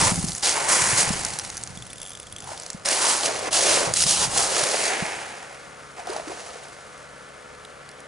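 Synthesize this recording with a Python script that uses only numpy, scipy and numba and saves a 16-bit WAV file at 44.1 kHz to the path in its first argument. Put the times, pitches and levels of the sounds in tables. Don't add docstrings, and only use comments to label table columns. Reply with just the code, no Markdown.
import sys
import numpy as np
from scipy import signal
from scipy.fft import rfft, irfft
from scipy.io import wavfile
from scipy.ndimage import uniform_filter1d
from numba import njit

SR = 44100
rng = np.random.default_rng(int(sys.argv[2]) if len(sys.argv) > 2 else 0)


def master(y):
    cut = np.clip(np.atleast_2d(y).T, -1, 1)
    pcm = np.round(cut * 32767)
    wavfile.write(sys.argv[1], SR, pcm.astype(np.int16))


N = 356119

# frequency in Hz, relative level in dB per Hz.
SURF_SPECTRUM = [(24, -40), (40, -1), (142, -2), (189, 4), (340, -4), (494, -8), (625, -25.5), (1130, 5),
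                 (1460, 3.5), (2560, -20), (2950, -8.5), (11000, -16), (14300, -54.5), (22000, -120)]
# time in seconds, level in dB.
SURF_LEVEL = [(0, -51.5), (1.8, -53), (2.5, -54), (5.6, -47.5), (6.5, -49), (7.2, -49), (8.08, -48)]
# multiple of GENERATOR_HZ, relative mean level in dB.
GENERATOR_ORDERS = [(1, -5), (2, 0.5), (4, -8), (6, 1.5), (7, 6), (8, 2), (10, -16), (13, -4), (15, -8),
                    (17, -3), (18, -23.5), (19, 1), (20, -4), (21, 1), (22, -6), (24, -2.5), (25, -2.5),
                    (28, -4), (30, -4)]
GENERATOR_HZ, GENERATOR_END_DB = 70.67, -57.5

# frequency in Hz, relative level in dB per Hz.
GRIT_SPECTRUM = [(1650, -26), (2800, -0.5), (3580, -1.5), (4630, 1.5), (6570, 3), (10600, 1), (11000, -1.5),
                 (14300, -100), (22000, -120)]
# time in seconds, then relative levels in dB of grit,
# hollow of the bed and larger stones.
TRICKLE = [(0, -50, -54, -55), (2.101, -48.5, -52.5, -54), (2.85, -52, -50, -53), (5.7, -55, -52.5, -50),
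           (6.6, -52, -50.5, -49.5), (8.08, -59.5, -49.5, -49.5)]
# time of full force in seconds, rise per 20 dB in seconds,
# hold in seconds, fall per 20 dB in seconds (signs of these three ignored), relative levels in dB of
# grit, hollow and larger stones, hollow pitch in Hz, grit tilt in dB (treble over bass).
PUSHES = [(0.045, 0.77, .035, .06, -19, -23, -26, 930, 0),
          (0.44, .06, .06, .12, -20, -30, -27.5, 820, -1.5),
          (0.558, 0.0261, 0.126, 0.1142, -29.5, -28, -30.5, 898, 0),
          (0.695, .02, .06, .2, -20, -25, -23.5, 1046, 4),
          (0.821, 0.0676, 0.137, 0.0932, -24, -29.5, -25, 960, 3),
          (0.979, 0.0213, 0.0333, 0.051, -17.5, -26, -23.5, 860, 1.5),
          (2.499, .11, 0.0274, -0.08, -40, -42, -49, 900, -0.5),
          (2.571, 0.25, 0.144, .15, -45, -49, -54, 620, -3.5),
          (2.862, -0.0149, 0.0051, -0.0154, -24.5, -35.5, -32, 500, 1.5),
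          (2.921, 0.13, 0.0046, 0.118, -21, -28, -27, 520, -1.5),
          (3.071, 0.2844, 0.047, 0.155, -19, -25, -28.5, 950, -1),
          (3.258, .1, 0.0046, .04, -22, -28.5, -33, 537, -2),
          (3.47, .06, .012, .02, -36, -28, -36, 620, -4),
          (3.53, 0.01, 0.027, 0.2053, -18, -27.5, -35, 740, -1.5),
          (3.688, 0.2445, 0.062, 0.19, -18, -24.5, -27, 543, -2.5),
          (3.83, 0.24, .06, .045, -34, -28, -40, 640, -4),
          (3.975, .06, .065, .05, -20, -37.5, -35.5, 660, -0.5),
          (4.071, 0.0133, 0.069, 0.09, -18.5, -34, -40, 717, -1),
          (4.211, 0.123, 0.0357, 0.0549, -19.5, -28.5, -37, 900, -1.6),
          (4.376, 0.11, 0.0357, 0.1532, -20, -27, -37.5, 880, 0),
          (4.581, 0.2973, 0.0048, .5, -22, -26, -31, 540, -2.5),
          (4.849, 0.4559, .03, .06, -24.5, -30, -26.5, 660, -2.5),
          (5.985, .05, .02, 0.06, -47, -40, -45, 720, -2.5), (6.09, .06, .08, 0.12, -41, -35, -45, 647, -4),
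          (6.285, .05, .03, .1, -47, -39, -48, 480, -4),
          (6.4, .5, .005, 0.6149, -41.5, -42.5, -48.5, 673, -4.5)]
# start in seconds, stop in seconds, relative levels in dB of grit,
# hollow and larger stones, hollow pitch in Hz, grit tilt in dB, jerkiness from 0 to 1.
SLIDES = [(0.109, .41, -29.5, -37, -39, 800, 4.5, .55), (1.033, 2.4, -25.5, -30.5, -28.5, 850, -.6, .4),
          (3.278, 3.485, -29.5, -30, -34, 562, -4.5, .3), (4.904, 6.002, -31, -28.5, -25, 850, -3, .3)]
LANDINGS_S = [0, 0.427, 2.852, 3.51, 3.936, 5.965]
LANDING_S = .006
SLIDE_RISE_S, SLIDE_STOP_S, SLIDE_LOSS_DB_PER_S = 0.047, 0.021, 32
LOWS_RISE_FACTOR, LOWS_FALL_FACTOR = 1.187, 1.376
TRICKLE_HOLLOW_HZ, TRICKLE_TILT_DB = 626, -2
PUSH_JERK, TRICKLE_JERK = .26, .45

# time in seconds, mean level in dB.
RUMBLE_LEVEL = [(0, -32.5), (.3, -35.5), (.4, -52.5), (.7, -44.5), (1, -34.5), (1.3, -41), (1.55, -48.5),
                (1.8, -43), (2, -48.5), (2.75, -54), (3.5, -50.5), (3.9, -41), (4.3, -42.5), (4.55, -52),
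                (5.4, -60.5), (8.08, -66.5)]
# frequency in Hz, relative level in dB per Hz.
RUMBLE_SPECTRUM = [(12, -44), (20, -9.5), (103, -1), (190, -3), (275, -12.5), (320, -9), (420, -18),
                   (700, -120)]
# time of envelope peak in seconds, relative level in dB, pitch in Hz.
BUMPS = [(0.027, -19.5, 154), (0.068, -27, 158), (0.121, -16, 193.6), (0.138, -25, 146), (0.179, -18, 172),
         (0.191, -19.5, 173), (0.243, -15.5, 183.1), (0.294, -25.5, 165), (0.824, -25, 133),
         (0.932, -24.5, 124.5), (1.079, -26, 125), (1.107, -16, 189.5), (1.704, -34, 143),
         (1.775, -32, 159), (1.81, -36, 132.4), (2.749, -26.5, 185), (3.876, -25.5, 147),
         (3.898, -28, 133.4), (3.915, -29, 128), (4.063, -23.5, 157), (4.219, -30, 142), (4.256, -28, 134),
         (4.278, -27.5, 140.4), (4.633, -31.5, 136), (5.026, -19.5, 179)]
# time in seconds, relative level in dB, ring frequency in Hz.
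STONES = [(0.2853, -10.5, 6850), (0.3194, -12, 7000), (0.3499, -11, 6890), (0.3817, -12, 8700),
          (0.4324, -9, 5120), (0.4598, -6, 7250), (0.4934, -2, 8620), (0.5254, -9, 6210),
          (0.6458, -13.5, 8770), (0.69, -6, 9700), (0.873, -8.5, 8500), (1.1283, -15.5, 5160),
          (1.2495, -4.5, 10270), (1.3047, -16, 10500), (1.3363, -17, 9400), (1.3879, -7.5, 10650),
          (1.3965, -9, 5900), (1.4488, -13, 5300), (1.501, -12, 7100), (1.5695, -12.5, 11000),
          (1.577, -13.5, 6650), (1.6364, -12.5, 9140), (1.6745, -18, 7090), (2.576, -19.5, 4920),
          (2.5986, -16.5, 8700), (2.6215, -19, 6910), (2.6344, -20, 8010), (2.6636, -15, 6400),
          (2.7021, -9.5, 7900), (2.7313, -19.5, 8750), (2.8576, -4.5, 5440), (2.8869, 0.5, 6010),
          (3.234, -9, 4700), (3.26, -4, 9300), (3.9381, 0.5, 10580), (3.9622, -6, 5400),
          (3.9722, -3.5, 8200), (4.0063, -2, 6750), (4.0244, 1.5, 6410), (4.037, -2, 5740),
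          (4.0652, -3, 5170), (4.1096, 1, 6140), (4.1596, -8, 6340), (4.547, -9.5, 5200),
          (4.6375, -2.5, 5790), (5.9973, -27, 6000), (6.0712, -20, 5880), (6.1024, -19, 5000),
          (6.132, -21, 5000), (6.1649, -18, 5700), (6.2816, -21, 6400), (7.6499, -26.5, 3600),
          (7.89, -25, 4840), (7.9145, -27.5, 5850), (8.0041, -30.5, 10740)]

# frequency in Hz, relative level in dB, 60 dB decay in seconds.
PAWL_MODES = [(3345, -11.5, 0.037), (3536, -3, 0.0136), (5365, -13, 0.0112), (6270, -2, 0.0069),
              (7510, 2, 0.0061), (8580, -2.5, 0.0052), (9660, 0.5, 0.0066), (10410, 0, 0.0121)]
# time in seconds, gear teeth per second.
REEL_TURNS = [
    [(1.7734, 18.46), (1.848, 23.13), (1.977, 42.51), (2.066, 105.76), (2.16, 44.05), (2.27, 21.61),
     (2.346, 10.67)],
    [(2.363, 46.5), (2.445, 56.5)],
]
# relative mean level in dB of the first tooth, of the last tooth.
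TURN_LEVELS = [(-24, -26.5), (-24.5, -29)]
TOOTH_SPREAD_DB = 1.3

# time of envelope
# peak in seconds, envelope peak in dB, pitch in Hz.
CLUNKS = [(2.475, -32, 950), (2.491, -29, 870), (2.518, -28.5, 625), (2.533, -35, 905), (5.985, -35, 727),
          (5.998, -30.5, 788), (6.075, -21.5, 710), (6.099, -23.5, 389.3), (6.119, -29.5, 440),
          (6.133, -36, 430), (6.146, -33, 815), (6.164, -23.5, 775), (6.186, -34, 604), (6.199, -24.5, 656),
          (6.277, -30, 313), (6.301, -29.5, 378), (6.32, -30.5, 692), (6.56, -35, 470)]

# frequency in Hz, left minus right in radians.
PORT_PHASE = [(0, 0), (260, -0.8), (1030, -1.2), (1380, -0.8), (2240, -0.8), (3530, -0.4), (6720, -0.3),
              (7580, -0.0), (12000, -0.1)]
# frequency in Hz, left minus right in dB.
PORT_BALANCE = [(60, -1.5), (170, 0), (500, 0.5), (1420, -1.0), (4090, -1), (11800, -0.5)]
# frequency in Hz, gain in dB.
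PORT_UNLIKE = [(30, -38.5), (120, -10.5), (300, -14.5), (1000, -14.5), (2200, -8.5), (6000, -11),
               (11000, -14)]
CUTOFF_HZ = 11000


def from_db(db):
    return 10 ** (np.asarray(db) / 20)


def rms_one(x):
    return x / np.sqrt(np.mean(x ** 2) + 1e-20)


def in_time(rows):
    s, *columns = np.transpose(rows)
    return [np.interp(np.arange(N) / SR, s, c) for c in columns]


def at_hz(points):
    hz, value = np.transpose(points)
    bins_hz = np.fft.rfftfreq(N, 1 / SR)
    return np.interp(np.log(bins_hz + 1), np.log(hz + 1), value)


def colour(x, spectrum):
    return rms_one(irfft(rfft(x) * from_db(at_hz(spectrum)), N))


def passband(x, low_hz, high_hz):
    sos = signal.butter(2, [low_hz, high_hz], "band", fs=SR, output="sos")
    return rms_one(signal.sosfilt(sos, x))


def drift(rate_hz):
    r = np.exp(-20 * np.pi * rate_hz / SR)
    noise = rng.standard_normal(N // 10 + 8002)
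    slow = signal.lfilter([1], [1, -2 * r, r * r], noise)[8000:]
    return np.interp(np.arange(N) / 10, np.arange(len(slow)), rms_one(slow))


def ring(clicks, hz, t60_s):
    r, w = from_db(-60 / (t60_s * SR)), 2 * np.pi * hz / SR
    return signal.lfilter([0, np.sin(w)], [1, -2 * r * np.cos(w), r * r], clicks + 1e-18)


def add(out, s, sound):
    i = round(s * SR)
    out[i:i + len(sound)] += sound[:N - i]


def pulses(table, rise_cycles, swings):
    out = np.zeros(N)
    for (s, peak_db, hz), swing in zip(table, swings):
        cycles = np.arange(round(8 * rise_cycles * SR / hz)) * hz / SR
        envelope = cycles / rise_cycles * np.exp(1 - cycles / rise_cycles)
        pulse = swing * from_db(peak_db) * envelope * np.sin(2 * np.pi * cycles)
        add(out, s - rise_cycles / hz, pulse)
    return out


def background():
    surf = colour(rng.standard_normal(N), SURF_SPECTRUM) * from_db(0.75 * drift(8.4))
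    turns = np.cumsum(GENERATOR_HZ * (1 + 0.002008 * drift(0.7095))) / SR
    hum = np.zeros(N)
    for multiple, db in GENERATOR_ORDERS:
        level = from_db(db + 2.0 * drift(1.53))
        hum += level * np.sin(2 * np.pi * (multiple * turns + rng.random()))
    level_db = in_time(SURF_LEVEL)[0]
    return from_db(level_db) * surf + from_db(GENERATOR_END_DB + level_db - level_db[-1]) * hum


def bed_motion():
    t = np.arange(0, N, 32) / SR
    rise = np.array([[1], [LOWS_RISE_FACTOR], [LOWS_RISE_FACTOR]])
    fall = np.array([[1], [LOWS_FALL_FACTOR], [LOWS_FALL_FACTOR]])
    s, *levels = np.transpose(TRICKLE)
    trickle_db = np.array([np.interp(t, s, db) for db in levels])
    movers = [(trickle_db, TRICKLE_HOLLOW_HZ, TRICKLE_TILT_DB, TRICKLE_JERK)]
    for s, rise_s, hold_s, fall_s, *db, hz, tilt_db in PUSHES:
        early = np.maximum(s - t, 0)
        late = np.maximum(t - s - abs(hold_s), 0)
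        landing = max(x for x in LANDINGS_S if x <= s + LANDING_S)
        in_air = np.maximum(landing - t, 0) / LANDING_S
        slopes = early / (abs(rise_s) * rise) + late / (abs(fall_s) * fall) + in_air
        movers.append((np.c_[db] - 20 * slopes, hz, tilt_db, PUSH_JERK))
    for s, stop_s, *db, hz, tilt_db, jerk in SLIDES:
        edges = np.maximum(s - t, 0) / SLIDE_RISE_S + np.maximum(t - stop_s, 0) / SLIDE_STOP_S
        loss_db = SLIDE_LOSS_DB_PER_S * np.maximum(t - s, 0)
        movers.append((np.c_[db] - 20 * edges - loss_db, hz, tilt_db, jerk))
    powers = [from_db(2 * np.maximum(db, -150)) for db, *_ in movers]
    total = sum(powers)
    hollow_hz = sum(p[1] * hz for p, (_, hz, *_) in zip(powers, movers)) / total[1]
    tilt_db, jerk = sum(p[0] * np.c_[list(mover[2:])] for p, mover in zip(powers, movers)) / total[0]
    curves = (*10 * np.log10(total), hollow_hz, tilt_db, jerk)
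    return [np.interp(np.arange(N) / SR, t, c) for c in curves]


def contacts(per_s, spread_db, jerk):
    sizes = from_db(spread_db * np.minimum(rng.exponential(1, N), 5)) * rng.choice([-1, 1], N)
    starts = rng.uniform(0.168, 1, N) * (rng.random(N) < 110 / SR)
    slips = signal.lfilter([1], [1, -np.exp(-1 / (0.00242 * SR))], starts)
    clumps = 1 - jerk + 2.676 * jerk * np.tanh(slips)
    even = np.sqrt(uniform_filter1d(clumps ** 2, size=SR // 12))
    return rms_one(sizes * (rng.random(N) < per_s / SR) * clumps / even)


@njit
def moving_resonance(x, turn, r):
    y = np.zeros(len(x))
    for i in range(2, len(x)):
        drive = (1 - r * r) / 2 * (x[i] - x[i - 2])
        y[i] = drive + 2 * r * np.cos(turn[i]) * y[i - 1] - r * r * y[i - 2]
    return y


def shingle(motion):
    grit_db, hollow_db, larger_db, hollow_hz, tilt_db, jerk = motion
    jerk = np.clip(jerk, 0, .9)
    fine = contacts(9000, spread_db=2.5, jerk=jerk)
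    grit = colour(fine, GRIT_SPECTRUM)
    coarse = signal.sosfilt(signal.butter(2, 7000, fs=SR, output="sos"), grit)
    grit = from_db(-tilt_db / 2) * coarse + from_db(tilt_db / 2) * (grit - coarse)
    larger = 0.646 * fine + contacts(2000, spread_db=2.5, jerk=0.537 * jerk)
    narrow = moving_resonance(larger, 2 * np.pi * hollow_hz / SR, np.exp(-np.pi * 200 / SR))
    hollow = rms_one(rms_one(narrow) + 1.15 * passband(larger, 361.7, 1420))
    clatter = passband(larger, 1138, 2423)
    return from_db(grit_db) * grit + from_db(hollow_db + 1.7353) * hollow + from_db(larger_db - 4.5) * clatter


def handling(swings):
    lumps = from_db(in_time(RUMBLE_LEVEL)[0] + 2.4 * drift(2.93))
    rumble = lumps * colour(rng.standard_normal(N), RUMBLE_SPECTRUM)
    return pulses(BUMPS, .55, swings) + rumble


def stones():
    out, t = np.zeros(N), np.arange(1300) / SR
    bright = signal.butter(2, 4000, "high", fs=SR, output="sos")
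    dull = signal.butter(2, [900, 3500], "band", fs=SR, output="sos")
    for s, level_db, hz in STONES:
        noise = rng.standard_normal(len(t))
        crack = noise * np.exp(-t / 0.00189)
        crack[0] = 3.48 * np.sign(noise[0])
        top = signal.sosfilt(bright, crack) + .3 * ring(crack, hz, 14 / hz)
        low = signal.sosfilt(dull, crack)
        knock = top / np.abs(top).max() + from_db(-20.0) * low / np.abs(low).max()
        add(out, s, from_db(level_db + 1.85) * knock)
    return out


def teeth():
    at, level_db = [], []
    for rows, turn_db in zip(REEL_TURNS, TURN_LEVELS):
        s, per_s = np.transpose(rows)
        i = np.arange(round(s[0] * SR), round(s[-1] * SR))
        passed = np.floor(np.cumsum(np.interp(i / SR, s, per_s)) / SR)
        at.extend(i[np.diff(passed, prepend=-1) > 0])
        level_db.extend(np.linspace(*turn_db, len(at) - len(level_db)))
    return np.array(at), np.array(level_db)


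def reel():
    at, turn_db = teeth()
    out = np.zeros(N)
    tooth_db = turn_db + TOOTH_SPREAD_DB * rng.standard_normal(len(at))
    strike_db = rng.normal(0, 2.5, (len(at), len(PAWL_MODES)))
    chatter = rng.standard_normal(N)
    chatter[at] = 3.5
    for k, (hz, level_db, t60_s) in enumerate(PAWL_MODES):
        clicks = np.zeros(N)
        clicks[at] = from_db(tooth_db + level_db - 25 + strike_db[:, k])
        strikes = signal.lfilter([1], [1, -np.exp(-1 / (0.001964 * SR))], clicks) * chatter
        out += ring(strikes, hz, t60_s)
    clicks = np.zeros(N)
    clicks[at] = from_db(tooth_db - 10.5)
    tick = signal.lfilter([1], [1, -np.exp(-1 / (0.00098 * SR))], clicks) * chatter
    return out + signal.sosfilt(signal.butter(2, 4500, "high", fs=SR, output="sos"), tick)


def plops():
    return pulses(CLUNKS, 1.637, rng.choice([-1, 1], len(CLUNKS)))


def scene():
    far = background()
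    motion = bed_motion()
    mid = far + shingle(motion) + handling(np.ones(len(BUMPS))) + stones() + reel() + plops()
    unlike = from_db(-1.5) * background() + shingle(motion) + handling(rng.normal(0, 1, len(BUMPS)))
    side = irfft(rfft(unlike) * from_db(at_hz(PORT_UNLIKE)), N) + 0.203 * far
    return np.array([mid + side, mid - side])


def record(dry):
    half = np.exp(.5j * at_hz(PORT_PHASE)) * from_db(at_hz(PORT_BALANCE) / 2)
    ports = irfft(rfft(dry) * [half, 1 / half], N)
    rounded = .7 * np.tanh(ports / .7)
    return signal.sosfilt(signal.cheby1(14, .5, CUTOFF_HZ, fs=SR, output="sos"), rounded)


dry = scene()
out = record(dry)
master(out)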